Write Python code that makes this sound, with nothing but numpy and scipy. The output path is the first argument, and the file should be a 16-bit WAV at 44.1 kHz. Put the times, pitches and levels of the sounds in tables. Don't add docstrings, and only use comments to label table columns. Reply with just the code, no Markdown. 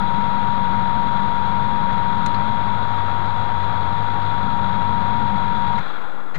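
import sys
import numpy as np
from scipy import signal
from scipy.fft import rfft, irfft
from scipy.io import wavfile

SR = 44100
rng = np.random.default_rng(int(sys.argv[2]) if len(sys.argv) > 2 else 0)


def invert_db(level):
    return 10 ** (np.asarray(level, dtype=float) / 20)


def file_out(sig):
    cols = np.atleast_2d(sig).T
    lim = np.clip(cols, -1, 1)
    pcm = np.round(lim * 32767).astype(np.int16)
    wavfile.write(sys.argv[1], SR, pcm)


N = 281358
T = np.arange(N) / SR
OFF_S = 5.79


def evened(x):
    return x / np.sqrt(np.mean(x ** 2) + 1e-20)


def noise():
    return rng.standard_normal(N)


def colour(x, points, silent_db=-100):
    f, db = np.transpose(points)
    hz = np.fft.rfftfreq(len(x), 1 / SR) + 1
    gain = invert_db(np.interp(np.log(hz), np.log(f), db, left=db[0], right=silent_db))
    return irfft(rfft(x) * gain, len(x))


def wander(rate_hz):
    b, a = signal.butter(2, rate_hz, fs=SR)
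    settled = signal.lfilter(b, a, rng.standard_normal(N + SR))[SR:]
    return evened(settled)


def ring(x, hz, width_hz):
    r = np.exp(-np.pi * width_hz / SR)
    return signal.lfilter([1 - r, 0, r - 1], [1, -2 * r * np.cos(2 * np.pi * hz / SR), r * r], x)


def double_ring(x, hz, width_hz):
    return evened(ring(ring(x, hz, width_hz), hz, 2 * width_hz))


def turns(hz):
    return 2 * np.pi * np.cumsum(hz) / SR


def powered(fall_s):
    return np.exp(-np.maximum(T - OFF_S, 0) / fall_s)


# (time [s], cutting load [0-1], uneven magnetic pull [about 0-1])
DRIVE_EFFORT = [(0, 0.3, 0.03), (.5, 0, 0.03), (1.9, 0.1, 0.1), (2.5, 0.44, 0.8), (2.9, 0.96, 1.1),
                (3.2, 1, 1.1), (4.3, 1, 1.2), (4.42, 0.77, .75), (4.95, 0, 1), (5.25, .3, 1),
                (5.5, 0.3, -.3), (5.78, .05, 0.6)]


def drive_effort():
    s, load, pull = np.transpose(DRIVE_EFFORT)
    return np.interp(T, s, load), np.interp(T, s, pull)


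def supply_phase():
    mean_hz, hunt_hz, hunts_per_s = 49.5, 1.2, 2.5
    return turns(mean_hz + hunt_hz * wander(hunts_per_s) + 2.4 * wander(22)) + .5


# (multiple of the supply rate, level re tone [dB], phase lead [rad])
WHINE_SIDEBANDS = [(-4, -19, 1.5), (-2, -19, .3), (-1, -23, 0), (1, -29, 0), (2, -25, 0), (4, -25, 0)]
# (frequency [Hz], density [dB per Hz])
HOUSING_BUZZ = [(600, -14), (730, -2), (860, 10.5), (1060, 4.5), (1250, -17.5)]
WHINE_HZ, WHINE_DB, WHINE_LOAD_DB = 945.2, -25, -3
OCTAVE_DB, BUZZ_DB = -37, -39
RIPPLE_DB, RIPPLE_LOAD_DB, RIPPLE_PULL_DB = -2.5, -0.5, 4.5


def whine(supply, load, pull):
    tone = turns(WHINE_HZ + 2.6 * wander(28) + .7 * wander(3)) + np.pi / 2
    tones = np.cos(tone) + invert_db(OCTAVE_DB) * np.cos(2 * tone)
    ripple_db = RIPPLE_DB + RIPPLE_LOAD_DB * load + RIPPLE_PULL_DB * pull
    for order, db, lead in WHINE_SIDEBANDS:
        strength = invert_db(db + ripple_db + 1.0 * wander(3.0))
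        tones += strength * np.cos(tone + order * supply + lead)
    tones *= np.sqrt(2) * invert_db(WHINE_DB + WHINE_LOAD_DB * load)
    buzz = invert_db(BUZZ_DB) * evened(colour(noise(), HOUSING_BUZZ))
    return (tones + buzz) * powered(0.0067)


# (frequency [Hz], density [dB per Hz])
MOTOR_RUMBLE = [(14, -14.5), (40, -17.5), (60, -9.5), (85, -10.5), (140, -5), (220, -9), (260, -14),
                (330, -23), (450, -57.5)]
SECOND_DB, SECOND_PULL_DB = -39.5, 6.5
THIRD_DB = -43.5
FOURTH_DB, FOURTH_LOAD_DB, CHOKE_LOAD, CHOKE_SPAN = -32.5, -14.5, 0.74, 0.4
RUMBLE_DB, RUMBLE_LOAD_DB = -39.5, -5.5


def hum(supply, load, pull):
    choke = np.clip((load - CHOKE_LOAD) / CHOKE_SPAN, 0, 1)
    second_db = SECOND_DB + SECOND_PULL_DB * pull + 2.2 * wander(18)
    fourth_db = FOURTH_DB + FOURTH_LOAD_DB * choke + 1.0 * wander(30)
    rumble_db = RUMBLE_DB + RUMBLE_LOAD_DB * choke + 6.0
    second = invert_db(second_db) * np.cos(2 * supply + turns(4 * wander(12)))
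    third = invert_db(THIRD_DB) * np.cos(3 * supply)
    fourth = invert_db(fourth_db) * np.cos(4 * supply)
    rumble = invert_db(rumble_db) * evened(colour(noise(), MOTOR_RUMBLE))
    return (1.204 * (second + third + fourth) + rumble) * powered(0.029)


# (frequency [Hz], density [dB per Hz])
CASTING_RESPONSE = [(120, -10.5), (350, -8.5), (510, -4), (650, -6.5), (1000, -1), (1380, -2), (1700, -8.5),
                    (2400, -15), (2950, -24.5), (3300, -14), (4100, -20), (4600, -30.5), (5750, -47.5),
                    (7000, -45.5), (8300, -57)]
# (frequency [Hz], bandwidth [Hz], level [dB])
PANEL_MODES = [(1376, 150, -1), (2073, 62, -20.5), (2750, 90, -17.5), (3454, 150, -8), (3823, 170, -10),
               (6600, 580, -31.5), (8800, 280, -45.5)]
RATTLE_DB, TAPS_PER_S = -9, 1100
GEARS_DB, BRIGHT_DB, SETTLE_DB, SETTLE_S = -36, -11.5, -0.5, 0.13
COAST_DB_PER_S, DULL_DB_PER_S = -9.5, -21


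def gears():
    settle_db = SETTLE_DB * np.exp(-T / SETTLE_S)
    coast_s = np.maximum(T - OFF_S, 0)
    level_db = GEARS_DB + settle_db + COAST_DB_PER_S * coast_s
    bright_db = BRIGHT_DB - settle_db + DULL_DB_PER_S * coast_s

    rolling = evened(colour(noise() * invert_db(0.86 * wander(45)), CASTING_RESPONSE))
    tap_size = invert_db(2.64 * np.minimum(rng.exponential(1, N), 5)) * rng.choice([-1, 1], N)
    tap_now = rng.random(N) < TAPS_PER_S / SR
    taps = tap_size * tap_now * invert_db(0.53 * wander(32))
    rattle = evened(sum(invert_db(db) * double_ring(taps, hz, width) for hz, width, db in PANEL_MODES))

    both = invert_db(0.3 * (bright_db + 10.5)) * rolling + invert_db(RATTLE_DB) * rattle
    low = signal.sosfiltfilt(signal.butter(2, 2300, fs=SR, output="sos"), both)
    return invert_db(level_db + 3.0) * (low + invert_db(bright_db + 11.5) * (both - low))


# (frequency [Hz], density [dB per Hz])
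ROOM_TONE = [(20, -2.5), (60, -3.5), (110, -7), (170, -3), (300, -3), (600, -12.5), (900, -12)]
# (frequency [Hz], bandwidth [Hz], level [dB])
SINGING_COVERS = [(1405, 96, -48), (793, 92, -53)]
ROOM_DB = -47.5


def shop():
    out = invert_db(ROOM_DB) * evened(colour(noise(), ROOM_TONE))
    for hz, width, db in SINGING_COVERS:
        out += invert_db(db + 2.0 * wander(7.9)) * double_ring(noise(), hz, width)
    return out


# (time [s], peak level [dB], scrape length [s], ring [Hz],
# sharpness over 2 kHz [dB per octave])
KNOCK_EVENTS = [
    (2.26, -34.5, 0.0071, 3880, 3),
    (2.344, -35, 0.0047, 4300, -5.5),
    (5.78, -35.5, 0.014, 1870, -6.5),
    (6.343, -43, 0.013, 4100, -4),
    (6.348, -39, 0.021, 1940, -5),
    (4.217, -46, 0.003, 4430, -8),
]
# (frequency [Hz], density [dB per Hz])
SCRAPE_SPECTRUM = [(800, 0), (2000, 6.5), (4300, -4.5), (5600, -9), (7000, -9), (8400, -20), (9600, -18),
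                   (13000, -36), (14500, -41.5)]
# (time [s], level [dB], rise [s])
BED_THUMPS = [
    (5.78, -33, 0.0015),
    (6.352, -26, .022),
]


def knocks():
    out, t = np.zeros(N + SR), np.arange(8192) / SR
    for s, db, length, hz, sharp_db in KNOCK_EVENTS:
        burst = rng.standard_normal(len(t))
        contact = np.minimum(t / .001, 1) / (1 + (t / length) ** 6)
        room_tail = np.minimum(t / .002, 1) * np.exp(-t / 0.019)
        tilted = [(f, d + sharp_db * max(np.log2(f / 2000), 0)) for f, d in SCRAPE_SPECTRUM]
        scrape = evened(colour(burst, tilted)) * (contact + 0.33 * room_tail)
        ping = evened(ring(ring(burst, hz, 440), hz, 770)) * (0.32 * contact + 0.39 * room_tail)
        out[round(s * SR):][:len(t)] += invert_db(db) * (scrape + ping)
    swing = np.sin(2 * np.pi * 158 * t) * np.exp(-t / .06)
    for s, db, rise in BED_THUMPS:
        out[round(s * SR):][:len(t)] += invert_db(db) * np.minimum(t / rise, 1) * swing
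    return out[:N]


def scene():
    load, pull = drive_effort()
    supply = supply_phase()
    left = whine(supply, load, pull) + hum(supply, load, pull) + gears() + shop() + knocks()
    return np.array([left, np.zeros(N)])


def band_limit(x):
    return signal.sosfilt(signal.butter(12, 15500, fs=SR, output="sos"), x)


# (frequency [Hz], density [dB per Hz])
INPUT_HISS = [(300, 0.5), (8000, -1), (11000, -1.5), (14000, -3.5), (14900, -1.5), (15500, -12.5)]
HISS_DB, CEILING, BIAS = -69.5, .75, 0.12


def record(dry):
    hiss = invert_db(HISS_DB) * evened(colour(noise(), INPUT_HISS))
    live = CEILING * np.tanh(2 * dry[0] / CEILING) + 2 * hiss + BIAS
    return band_limit(np.array([live, dry[1]]))


dry = scene()
out = record(dry)
file_out(out)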